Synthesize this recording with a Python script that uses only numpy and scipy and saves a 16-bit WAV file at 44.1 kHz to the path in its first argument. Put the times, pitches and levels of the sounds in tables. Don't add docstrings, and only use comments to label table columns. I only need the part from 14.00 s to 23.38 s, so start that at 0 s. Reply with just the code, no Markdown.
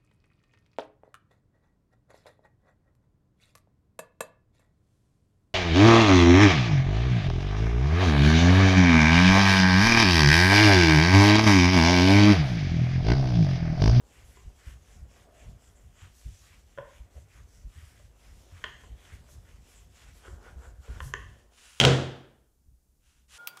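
import sys
import numpy as np
from scipy import signal
from scipy.fft import rfft, irfft, next_fast_len
from scipy.io import wavfile
from scipy.ndimage import uniform_filter1d, map_coordinates

SR = 44100
rng = np.random.default_rng(int(sys.argv[2]) if len(sys.argv) > 2 else 0)


def generate_wav(signal):
    frames = np.transpose(np.atleast_2d(signal))
    scaled = np.clip(frames, -1, 1) * 32767
    pcm = np.round(scaled).astype(np.int16)
    wavfile.write(sys.argv[1], SR, pcm)


N = 413658

# start and length in seconds, then axle rub,
# flour hiss and worktop rumble in dB.
PIN_STROKES = [(0.038, 0.27, -64.5, -67.5, -53.5), (0.221, 0.3, -65.5, -69.5, -56),
               (0.537, 0.27, -61.5, -67.5, -54), (0.773, 0.29, -68, -68, -49), (1.069, 0.21, -64, -69, -64),
               (1.307, 0.24, -66.5, -68.5, -47), (1.586, 0.16, -71, -68.5, -59),
               (1.719, 0.18, -82, -73.5, -51.5), (1.93, 0.19, -60, -68, -57.5),
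               (2.095, 0.41, -71, -64.5, -68), (2.378, 0.26, -62.5, -68.5, -59),
               (2.65, 0.22, -70, -72, -56), (2.834, 0.23, -63, -72, -58), (3.106, 0.15, -71.5, -69.5, -52),
               (3.26, 0.2, -64, -71, -49.5), (3.456, 0.2, -73, -69.5, -53), (3.652, 0.33, -63, -66.5, -64),
               (3.894, 0.2, -66.5, -70.5, -53), (4.145, 0.24, -65.5, -69, -50),
               (4.316, 0.16, -73, -66, -68), (4.455, 0.3, -60, -65, -53), (4.72, 0.24, -69, -69.5, -50.5),
               (4.935, 0.31, -60, -67, -54.5), (5.224, 0.2, -74, -68, -48), (5.384, 0.23, -68, -69, -51.5),
               (5.594, 0.29, -66.5, -65.5, -55), (5.89, 0.28, -61, -67, -51.5), (6.12, 0.27, -63, -67, -49),
               (6.391, 0.17, -63, -69.5, -51.5), (6.557, 0.18, -69, -69, -46.5),
               (6.796, 0.26, -60.5, -65.5, -41.5)]
# start and length in seconds, then skin rub and worktop rumble in dB.
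PALM_STROKES = [(7.046, 0.44, -70.5, -46), (7.5, 0.38, -56, -78), (8.992, 0.28, -70.5, -76.5),
                (9.278, 0.29, -48, -70)]
# frequency in Hz, relative density in dB.
RUMBLE_SPECTRUM = [(15, -24.5), (30, -13), (50, 2.5), (68, -1.5), (100, -6), (140, -13.5), (400, -39.5),
                   (1500, -74.5)]


def amp(db):
    return 10 ** (np.asarray(db) / 20)


def unit(x):
    return x / np.sqrt(np.mean(x ** 2) + 1e-20)


def along(points, hz):
    freqs, values = np.transpose(points)
    return np.interp(np.log(hz + 1), np.log(freqs + 1), values)


def add(track, start, sound):
    part = track[round(start * SR):][:len(sound)]
    part += sound[:len(part)]


def wobble(rate):
    return map_coordinates(rng.standard_normal(int(N * rate / SR) + 4), [np.arange(N) * rate / SR])


def filtered(x, response):
    size = next_fast_len(len(x) + SR // 4)
    return irfft(rfft(x, size) * response(np.fft.rfftfreq(size, 1 / SR)), size)[:len(x)]


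def lowpass(x, hz):
    return signal.lfilter(*signal.butter(2, hz, fs=SR), x)


def coloured(x, spectrum):
    return unit(filtered(x, lambda hz: amp(along(spectrum, hz))))


def noise(spectrum, size=N):
    return coloured(rng.standard_normal(size), spectrum)


def noise_band(centre_hz, width_hz):
    flutter = filtered(rng.standard_normal(len(centre_hz)), lambda hz: 1 / (1 + (hz / width_hz) ** 2))
    return unit(flutter * np.sin(2 * np.pi * np.cumsum(centre_hz) / SR))


def friction(spectrum, rate, grain):
    slips = (rng.random(N) < rate / SR) * rng.standard_normal(N)
    return coloured(rng.standard_normal(N) + grain * unit(slips), spectrum)


def patchy(x, depth_db):
    frames = signal.stft(x, nperseg=512)[2]
    patches = uniform_filter1d(rng.standard_normal(frames.shape), size=10, axis=0)
    patches = unit(uniform_filter1d(patches, size=14, axis=1))
    return unit(signal.istft(frames * amp(depth_db * patches), nperseg=512)[1][:len(x)])


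def swing(length):
    return np.abs(np.sin(np.pi * np.arange(int(length * SR)) / (length * SR)))


def swells(strokes, grows, lag=0):
    power = np.zeros(N)
    for start, length, db in strokes:
        add(power, start + lag * length, (amp(db) * swing(length) ** grows) ** 2)
    return np.sqrt(power)


def creep(db):
    let_go_s, release_s = 7.4, 0.18
    return amp(db) * np.clip(1 - (np.arange(N) / SR - let_go_s) / release_s, 0, 1)


def stick_slip(rows, width, arch):
    y = np.zeros(N)
    for start, length, db, hz in rows:
        speed = swing(length)
        pitch_hz = hz * (1 - arch * (1 - speed))
        add(y, start, amp(db) * speed * noise_band(pitch_hz, width * hz))
    return y


def ring(modes, t, scatter_db):
    least_loss = 0.05
    y = 0
    for k, (hz, width, db) in enumerate(modes):
        fade = np.exp(-np.pi * max(width, least_loss * hz) * t)
        strength = (-1) ** k * amp(db + scatter_db * rng.standard_normal())
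        y = y + strength * fade * np.sin(2 * np.pi * hz * t)
    return y / np.abs(y).max()


def fading_tones(modes, t):
    return sum(amp(db - 60 * t / t60) * np.sin(2 * np.pi * hz * t) for hz, db, t60 in modes)


def snap(spectrum, size):
    cepstrum = irfft(np.log(amp(along(spectrum, np.fft.rfftfreq(size, 1 / SR)))), size)
    cepstrum[size // 2:] = 0
    y = irfft(np.exp(2 * rfft(cepstrum)), size)
    return y / np.linalg.norm(y)


def kitchen(x, wet_db, spread_hz=14000):
    # frequency in Hz, t60 in seconds.
    decay_times = [(100, 0.1), (350, 0.33), (1000, 0.44), (3200, 0.5844), (7000, .5), (11000, 0.51),
                   (16000, 0.64)]
    wall_spectrum = [(50, -6), (300, 5.5), (1500, -2.5), (3200, -3), (4500, -3), (7500, -3), (10000, -1.5),
                     (16000, -11.5)]
    hz, t, frames = signal.stft(rng.standard_normal(SR), SR, nperseg=256)
    hz = hz[:, None]
    spread = 1 / (1 + (hz / spread_hz) ** 4)
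    decay = amp(along(wall_spectrum, hz) - 60 * t / along(decay_times, hz))
    tail = signal.istft(frames * spread * decay, SR, nperseg=256)[1]
    tail *= 1 - np.exp(-np.arange(len(tail)) / SR / 0.0029)
    return x + amp(wet_db) * signal.fftconvolve(x, tail / np.linalg.norm(tail))[:len(x)]


def room_tone():
    air_spectrum = [(20, -15), (62, 2), (85, -16.5), (200, -20), (450, -30), (2000, -43.5), (3600, -43.5),
                    (6500, -37), (10000, -37.5), (16000, -41)]
    return amp(-66.5) * noise(air_spectrum)


def worktop_rumble():
    pin = [(start, length, db) for start, length, _, _, db in PIN_STROKES]
    hand = [(start, length, db) for start, length, _, db in PALM_STROKES]
    braking = swells(pin, grows=1.3, lag=0.3)
    pressing = swells(hand, grows=1.3, lag=-0.16)
    shake = np.sqrt(braking ** 2 + pressing ** 2 + creep(-63.5) ** 2)
    rumble = noise(RUMBLE_SPECTRUM)
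    running_rms = np.sqrt(np.abs(uniform_filter1d(rumble ** 2, SR // 12)))
    return shake * rumble / running_rms


def worktop_thumps():
    # time in seconds, relative level in dB, pitch in Hz.
    bumps = [(0.445, -32, 49.7), (.663, -32, 65), (.728, -36.5, 62), (1.009, -39.5, 58.6),
             (1.466, -28.5, 55), (2.015, -38.5, 88), (2.247, -28, 53), (2.305, -41, 88),
             (2.773, -42.5, 131), (2.989, -39, 53.7), (3.145, -37, 67), (3.641, -31.5, 45.5),
             (3.754, -37, 77.6), (3.818, -38.5, 73.4), (4.517, -35.5, 85), (4.719, -41, 58.3),
             (4.899, -34, 56.6), (5.122, -35.5, 66.7), (6.3, -33, 65.7), (6.551, -31.5, 64),
             (6.775, -39, 67), (6.882, -26, 52.3), (7.012, -35, 70), (7.05, -30.5, 132),
             (8.652, -45.5, 62.5), (8.699, -46, 61.9)]
    squash_spectrum = [(80, -4), (130, 1), (190, -8), (320, -22.5), (1000, -47), (4000, -90)]
    y, t = np.zeros(N), np.arange(SR // 3) / SR
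    age = t / 0.011
    push = age ** 2 * np.exp(2 - age) / 4
    for start, db, hz in bumps:
        squash = amp(-18.5) * noise(squash_spectrum, len(t))
        slab = np.sin(2 * np.pi * hz * t) + 0.4 * noise(RUMBLE_SPECTRUM, len(t))
        add(y, start, amp(db - 5.5) * push * (slab + squash))
    return y


def palm():
    skin_spectrum = [(200, -20), (800, -11), (1450, -3), (2100, -6), (2850, -1), (4400, -8), (7000, -4.5),
                     (8600, -9.5), (10500, -9.5), (12500, -21.5), (16000, -27.5)]
    sweep = swells([(start, length, db) for start, length, db, _ in PALM_STROKES], grows=1)
    return sweep * amp(1.3 * wobble(50)) * friction(skin_spectrum, rate=900, grain=0.52)


def dough(speed):
    # time in seconds, relative level in dB.
    weight = [(0.0, -65.5), (0.71, -69.5), (1.33, -63.5), (2.06, -71.5), (2.74, -73.5), (2.87, -69),
              (3.8, -73), (4.7, -64.5), (5.51, -68), (6.17, -70.5), (6.43, -60.5), (6.82, -72), (7.12, -62),
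              (7.48, -69), (7.7, -76)]
    dough_spectrum = [(80, -9), (200, 0.5), (450, 1), (700, -1.5), (950, -6.5), (1500, -11.5), (2500, -26),
                      (8000, -53.5)]
    weight_db = np.interp(np.arange(N) / SR, *np.transpose(weight), right=-np.inf)
    level = amp(weight_db - 1.2 + 1.3 * speed + 1.2 * wobble(32))
    return level * friction(dough_spectrum, rate=150, grain=0.6)


def flour_hiss(grip):
    # start and length in seconds, level in dB.
    swishes = [(.22, 0.16, -68.5), (.63, 0.13, -69), (2.13, .12, -69.5), (2.92, 0.099, -74),
               (3.32, 0.095, -75), (3.78, .17, -70), (5.12, 0.054, -68), (5.28, 0.083, -65),
               (5.66, .1, -68), (6.13, 0.0932, -68), (6.99, 0.14, -57.5), (7.1, 0.14, -72)]
    coarse_spectrum = [(1000, -24.5), (2800, -5.5), (4300, -6), (5700, -1.5), (7800, -2), (8600, -7),
                       (11500, -10.5), (15500, -19.5)]
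    powder_spectrum = [(3000, -16), (6000, -4), (9000, -4), (11500, -1.5), (13500, -12), (16000, -17)]
    strokes = [(start, length, db) for start, length, _, db, _ in PIN_STROKES]
    swish = swells(swishes, grows=0.874)
    hiss = np.sqrt(swells(strokes, grows=0.52) ** 2 + creep(-77) ** 2 + (amp(-2) * swish) ** 2)
    hiss *= amp(0.55 * grip + 0.77 * wobble(13))
    coarse = hiss * patchy(friction(coarse_spectrum, rate=980, grain=0.52), depth_db=2)
    fizz = amp(-11.5 + 1.8 * wobble(5.5)) * swells(strokes, grows=0.84)
    powder = np.hypot(fizz, swish) * friction(powder_spectrum, rate=2100, grain=0.46)
    return coarse + powder


def flour_squeaks():
    # start and length in seconds, level in dB.
    squeaks = [(0.058, 0.12, -73), (.33, 0.12, -69), (0.548, .08, -71), (.89, 0.1, -68.5),
               (1.1, .09, -71.5), (1.38, .08, -68), (1.62, 0.083, -69.5), (1.745, .06, -68),
               (1.93, .14, -68.5), (4.8, 0.112, -72), (5.732, 0.094, -64), (5.936, .08, -68),
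               (6.228, .13, -68.5), (6.6, 0.13, -68)]
    pitched = [(*row, 7250 * (1 + 0.025 * rng.standard_normal())) for row in squeaks]
    return stick_slip(pitched, width=0.088, arch=0.0302)


def axle_rub(grip):
    axle_spectrum = [(200, -22), (700, -9.5), (1100, -2.5), (1500, -0.5), (2300, -1), (3300, -2.5),
                     (4300, -13.5), (8000, -16.5), (16000, -44)]
    strokes = [(start, length, db) for start, length, db, _, _ in PIN_STROKES]
    level = np.hypot(swells(strokes, grows=1.4), creep(-75)) * amp(grip - 0.86)
    rub = level * patchy(friction(axle_spectrum, rate=1200, grain=0.76), depth_db=2)
    chafe_hz = 1793 * np.exp(0.16 * wobble(9))
    chafe = unit(noise_band(chafe_hz, width_hz=460) * amp(2.6 * wobble(13)))
    return rub + amp(-8) * swells(strokes, grows=2.9) * chafe


def axle_groans():
    # start and length in seconds, level in dB, pitch in Hz.
    groans = [(1.21, 0.39, -65.5, 657), (3.145, 0.054, -59, 599), (6.245, 0.071, -60, 1380),
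              (6.465, .045, -56, 1420)]
    return stick_slip(groans, width=0.1, arch=0.0793)


def handle_drag(speed, grip):
    handle_spectrum = [(200, -20), (320, -7), (430, 3.5), (750, -4.5), (950, -1.5), (1200, -5.5), (1450, 3),
                       (1750, -6.5), (2600, -22), (8000, -43)]
    t = np.arange(N) / SR
    from_s, to_s = 6.24, 7.15
    dragging = uniform_filter1d(1.0 * ((t > from_s) & (t < to_s)), SR // 50)
    level = amp(-58 + 12 * (speed - 1) + 1.5 * grip)
    return dragging * level * friction(handle_spectrum, rate=700, grain=0.75)


def axle_knocks():
    # time in seconds, relative level in dB, treble cutoff in Hz, favoured frequency in Hz,
    # the hollow note's level in dB and pitch in Hz, the room's share in dB.
    taps = [(.371, -48, 1290, 1140, -4.5, 390, -8), (2.776, -37, 1450, 1300, -5, 546, -7.5),
            (2.785, -33, 1650, 1570, 1.5, 560, -6.5), (3.997, -58.5, 1500, 1200, -1, 594, -10),
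            (4.64, -27, 4200, 1860, -17, 610, -9.5), (4.6427, -28.5, 4800, 2950, -18, 418, -9),
            (4.836, -50.5, 1500, 1087, -9, 440, -7), (5.288, -54.5, 1693, 1380, -5, 605, -6),
            (6.281, -44, 1800, 993, -3, 373, -8.5), (6.88, -51, 1400, 1500, 3.5, 440, -9),
            (7.0036, -29, 2300, 1290, -21, 547, -11.5), (7.138, -23, 2700, 1750, -17, 403, -10.3)]
    # frequency and width in Hz, relative dB.
    wood_modes = [(1015, 85, -4), (1219, 130, -10), (1455, 100, -7), (1790, 160, -1.5), (2150, 220, -7),
                  (2720, 450, -1.5), (3200, 150, -1.5), (3520, 160, -9)]
    tick_modes = [(6310, 710, 1.5), (7285, 400, -5.5)]
    crack_spectrum = [(100, -15), (700, -2), (3000, 2), (7500, -5.5), (10000, -15), (16000, -32)]
    focus_db, focus_octaves = 5.5, 0.32
    y, t = np.zeros(N), np.arange(SR) / SR
    hardest_db = max(row[1] for row in taps)
    for start, db, cutoff_hz, focus_hz, hollow_db, hollow_hz, room_db in taps:
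        modes = [(hz, width, level + focus_db * np.exp(-(np.log2(hz / focus_hz) / focus_octaves) ** 2))
                 for hz, width, level in wood_modes]
        crack = 0.25 * amp(-60 * t / 0.0096) * noise(crack_spectrum, len(t))
        wood = lowpass(ring(modes, t, scatter_db=2.5) + crack, cutoff_hz)
        hollow = (1 - np.exp(-t / 0.001)) * fading_tones([(hollow_hz, hollow_db, 0.045)], t)
        tick = amp(2.3 * (db - hardest_db) - 11.5) * ring(tick_modes, t, scatter_db=0)
        knock = kitchen(wood + tick, wet_db=room_db, spread_hz=7800) + kitchen(hollow, wet_db=-10)
        add(y, start, amp(db + 5) * knock)
    return y


def pin_landing():
    # time in seconds, relative clack and rattle levels in dB, treble cutoff in Hz.
    contacts = [(7.8008, -9.5, -25, 13000), (7.8127, -12.5, -24.5, 6990), (7.8385, -17, -19.5, 5500),
                (7.8506, -8, -25.5, 9010)]
    # time in seconds, gain in dB.
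    end_falls = [(7.806, -21), (7.866, -19)]
    # frequency in Hz, dB, t60 in seconds.
    barrel_modes = [(2850, -5, 0.012), (3180, -0.5, .021), (5300, -7.5, 0.004)]
    slab_modes = [(86.94, -9, .5), (132, 4.5, .5), (235, -17.5, .68), (270, -17, .52), (309, -16, .52),
                  (368, -12, .54), (480, -13, .58), (618, -18, .56), (707.3, -19, .54)]
    clack_spectrum = [(60, -12), (500, -6), (1100, -10), (1450, -2), (2300, -5.5), (3200, 3), (4100, -5.5),
                      (5500, -7.5), (7500, -10), (9000, -18.5), (12000, -23), (16000, -42)]
    rattle_spectrum = [(30, -21), (80, -2), (200, -5), (450, -3), (750, -10), (1100, -17), (1450, -13),
                       (2200, -21.5), (5000, -37), (16000, -78.5)]
    y, t = np.zeros(N), np.arange(SR) / SR
    bite = fading_tones(barrel_modes, t)
    for start, clack_db, rattle_db, cutoff_hz in contacts:
        chatter = (1 - np.exp(-t / 0.0004)) * amp(-60 * t / 0.017) * noise(clack_spectrum, len(t))
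        clack = kitchen(amp(10) * snap(clack_spectrum, len(t)), wet_db=1.5)
        add(y, start, amp(clack_db) * lowpass(clack + chatter + bite, cutoff_hz))
        rattle = (1 - np.exp(-t / 0.0015)) * amp(-60 * t / 0.65) * noise(rattle_spectrum, len(t))
        add(y, start, amp(rattle_db) * rattle)
    boom = (1 - np.exp(-t / 0.0091)) * fading_tones(slab_modes, t)
    for start, db in end_falls:
        add(y, start, amp(db) * boom)
    return y


def scene():
    speed = np.minimum(swells([(start, length, 0) for start, length, *_ in PIN_STROKES], grows=0.84), 1)
    grip = wobble(35)
    under_pin = dough(speed) + flour_hiss(grip) + flour_squeaks()
    inside_pin = axle_rub(grip) + axle_groans() + handle_drag(speed, grip)
    rubbing = kitchen(palm() + under_pin + inside_pin, wet_db=-16)
    return room_tone() + worktop_rumble() + worktop_thumps() + rubbing + axle_knocks() + pin_landing()


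def record(dry):
    ceiling, top_hz = 0.9, 15600
    rounded = dry / (1 + (dry / ceiling) ** 6) ** (1 / 6)
    return filtered(rounded, lambda hz: hz < top_hz)


dry = scene()
out = record(dry)
generate_wav(out)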